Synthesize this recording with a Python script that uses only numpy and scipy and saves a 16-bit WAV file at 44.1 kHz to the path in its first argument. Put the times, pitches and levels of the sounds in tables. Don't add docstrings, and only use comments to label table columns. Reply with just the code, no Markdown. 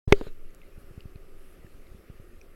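import sys
import numpy as np
from scipy import signal
from scipy.fft import rfft, irfft, next_fast_len
from scipy.io import wavfile
from scipy.ndimage import uniform_filter1d, map_coordinates

SR = 44100
rng = np.random.default_rng(int(sys.argv[2]) if len(sys.argv) > 2 else 0)


def wav_out(sig):
    wavfile.write(sys.argv[1], SR, np.round(np.clip(np.atleast_2d(sig).T, -1, 1) * 32767).astype(np.int16))


N = 112454

# start in seconds, gain in dB, dullness in dB per octave, contact time in seconds.
CASE_KNOCKS = [(0.1236, -0.5, -0.5, 0.001613), (0.212, -26, 12, 0.00073), (0.2158, -25, 25, 0.00077),
               (.2684, -33, 14, 0.0035)]


def knocks():
    # pitch in Hz, relative level in dB, seconds to fall by 60 dB.
    case_modes = [(409, .5, .044), (400, -32, .2), (537, -8, .034), (931, 6.2, .0069), (1512, -5, .0106),
                  (2075, 6.2, .0097), (2335, -6, .014), (2523, 10, .0072), (3400, -15, .009),
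                  (3110, -53, .15)]
    push_db, ring_lag_s = 12.5, .00028
    crack_db, crack_t60_s, crack_hz = -23.5, .028, 2000
    out = np.zeros(N)
    for start, db, dull_db, contact_s in CASE_KNOCKS:
        t = np.maximum(clock() - start, 0)
        ring_t = np.maximum(t - ring_lag_s, 0)
        loss_db = lambda hz: dull_db * np.log2(hz / case_modes[0][0])
        push = amp(push_db - dull_db) * np.sin(np.pi * np.minimum(t / contact_s, 1))
        ring = sum(amp(mode_db - loss_db(hz) - 60 * ring_t / t60) * np.sin(2 * np.pi * hz * ring_t)
                   for hz, mode_db, t60 in case_modes)
        grit = unit(filtered(rng.standard_normal(N), lambda hz: 1 / (1 + 1j * hz / crack_hz) ** 2))
        crack = amp(crack_db - loss_db(crack_hz) - 60 * t / crack_t60_s) * grit * (t > 0)
        out += amp(db) * (push + ring + crack)
    return out


def camera_shake():
    # frequency in Hz, relative density in dB.
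    spectrum = [(6, 10.5), (15, 7), (30, -13), (60, -28), (150, -44), (400, -63)]
    jolt_s, fade_s = CASE_KNOCKS[0][0], .13
    swell = np.exp(-np.abs(clock() - jolt_s) / fade_s)
    return amp(-20) * swell * rush(spectrum, patchy_db=2.5)


def grip_rub():
    # frequency in Hz, relative density in dB.
    spectrum = [(60, -5), (200, -6), (420, 0), (800, -15), (1300, -12), (2200, -18), (4200, -20),
                (5200, -30), (9000, -33), (15000, -46)]
    end_s, release_s = .28, .017
    release = np.exp(-np.maximum(clock() - end_s, 0) / release_s)
    return amp(-49 + .51 * wobble(40)) * release * rush(spectrum, patchy_db=4)


def handling_bumps():
    # time in seconds, level in dB, half width in seconds, +1 for a push or -1 for a pull.
    nudges = [(.079, -16, 0.0012, -1), (0.78, -32.5, 0.0021, 1), (0.842, -45.5, .001, 1),
              (.911, -35, .0014, 1), (0.9783, -29, 0.0015, 1), (1.0562, -27.5, 0.0017, 1),
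              (1.159, -30, 0.0016, 1), (1.647, -36.5, 0.00086, 1), (1.748, -34.5, 0.0052, 1),
              (1.792, -51.5, .0015, -1), (1.918, -30.5, 0.0068, -1), (1.948, -34, 0.002, 1),
              (1.9528, -39, 0.0013, 1), (2.1003, -31, .0012, 1), (2.2, -34.5, .0013, 1)]
    rebound_share, rebound_lag_s, top_hz = .52, .0035, 696
    out = np.zeros(N)
    for at_s, db, width_s, direction in nudges:
        t = clock() - at_s
        push = np.exp(-np.abs(t) / width_s)
        rebound = rebound_share * np.exp(-((t - rebound_lag_s) / (2 * width_s)) ** 2)
        out += direction * amp(db) * (push - rebound)
    return filtered(out, lambda hz: 1 / np.hypot(1, hz / top_hz))


def ticks():
    # time in seconds, level in dB, pitch in Hz, rise and decay time in seconds,
    # overtone in Hz, overtone level in dB against the pip.
    pips = [(.1895, -48, 4070, 0.0002, 6560, 5), (0.507, -58, 6500, .0004, 8150, -9),
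            (0.5482, -42.5, 7300, 0.000077, 11680, 6), (0.6176, -45, 2510, 0.00064, 3200, -25),
            (0.635, -53, 2100, 0.0028, 2800, -18), (1.007, -43, 2820, 0.00078, 4650, -4),
            (1.159, -54.5, 2490, 0.0015, 4140, 2.5), (1.667, -52.5, 1750, .002, 3000, -24.5),
            (1.87, -53, 2133, 0.0014, 3900, -3), (2.415, -44.5, 2454, 0.0012, 5740, -1)]
    grit_share, grit_top_hz, overtone_life_ratio = .11, 7000, .38
    grit = unit(filtered(rng.standard_normal(N), lambda hz: 1 / (1 + (hz / grit_top_hz) ** 2) ** 2))
    out = np.zeros(N)
    for at_s, db, hz, decay_s, over_hz, over_db in pips:
        t = clock() - at_s
        pip = np.exp(-np.abs(t) / decay_s) * (np.sin(2 * np.pi * hz * t) + grit_share * grit)
        overtone = np.exp(-np.abs(t) / (overtone_life_ratio * decay_s)) * np.sin(2 * np.pi * over_hz * t)
        out += amp(db) * (pip + amp(over_db) * overtone)
    return out


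def river():
    # frequency in Hz, relative density in dB.
    spectrum = [(71, -26.5), (120, -39), (130, -4), (170, -4), (236, -4.5), (272, -3.5), (385, 1),
                (473, -7), (546, -4.5), (592, -11), (742, -16), (839, -20), (1010, -21.5), (1240, -10.5),
                (1520, -17.5), (2640, -18.5), (3380, -26.5), (5410, -29), (6500, -32.5), (11300, -28.5),
                (16000, -35)]
    # time in seconds, level in dB.
    loudness = [(.32, -59.5), (.65, -58), (1.0, -57), (1.298, -58), (1.499, -57), (1.75, -57), (2.1, -58.5),
                (2.54, -59)]
    level_db = np.interp(clock(), *np.transpose(loudness)) + .44 * wobble(3)
    return amp(level_db) * rush(spectrum, patchy_db=1.47)


def wind():
    # frequency in Hz, relative density in dB.
    spectrum = [(8, -14.5), (14, 9), (25, -7.5), (45, -15.5), (90, -17.5), (180, -55.5), (400, -73)]
    return amp(-45.5 + 1.2 * wobble(8.8)) * rush(spectrum, patchy_db=.2)


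def hiss():
    # start in seconds, end in seconds, level in dB.
    spells = [(0.782, 0.826, -69.5), (1.374, 1.551, -72.5)]
    # frequency in Hz, relative density in dB.
    spectrum = [(4000, -3.5), (7800, 0), (10000, 8), (12700, 8), (13300, -13.5), (16000, -8)]
    t, ramp_s = clock(), .0081
    level = sum(amp(db) * np.clip(np.minimum(t - start, end - t) / ramp_s, 0, 1)
                for start, end, db in spells)
    return level * rush(spectrum, patchy_db=1.5)


def camera_whine():
    # pitch in Hz, rms level in dB.
    tones = [(11007, -86.5), (11331, -84), (11654, -84.5), (11978, -89), (12626, -96.5), (13273, -90.5),
             (15271, -92.5)]
    waver_rad = .7
    return sum(np.sqrt(2) * amp(db) * np.sin(2 * np.pi * hz * clock() + waver_rad * wobble(14))
               for hz, db in tones)


def rush(spectrum, patchy_db):
    cells = signal.stft(rng.standard_normal(N), nperseg=512)[2]
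    patches = uniform_filter1d(rng.standard_normal(cells.shape), size=6, axis=0)
    patches = uniform_filter1d(patches, size=10, axis=1)
    noise = signal.istft(cells * amp(patchy_db * unit(patches)), nperseg=512)[1][:N]
    point_hz, point_db = np.transpose(spectrum)
    colour = lambda hz: amp(np.interp(np.log(hz + 1), np.log(point_hz + 1), point_db))
    return unit(filtered(noise, colour))


def filtered(x, response):
    size = next_fast_len(N + SR // 2)
    return irfft(rfft(x, size) * response(np.fft.rfftfreq(size, 1 / SR)), size)[:N]


def wobble(rate):
    return map_coordinates(rng.standard_normal(int(N * rate / SR) + 4), [clock() * rate])


def amp(db):
    return 10 ** (np.asarray(db) / 20)


def unit(x):
    return x / np.sqrt(np.mean(x ** 2) + 1e-20)


def clock():
    return np.arange(N) / SR


def scene():
    outdoors = river() + wind()
    handling = knocks() + camera_shake() + grip_rub() + handling_bumps()
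    return (outdoors + handling + ticks() + camera_whine() + hiss())[None]


def record(dry):
    open_s, ramp_s = .077, .002
    low_cut_hz, ceiling, top_hz = 6.7, .71, 16400
    opened = dry[0] * np.clip((clock() - open_s) / ramp_s + 1, 0, 1)
    drift_free = filtered(opened, lambda hz: 1j * hz / (low_cut_hz + 1j * hz))
    clipped = np.clip(drift_free, -ceiling, ceiling)
    return filtered(clipped, lambda hz: hz < top_hz)[None]


dry = scene()
out = record(dry)
wav_out(out)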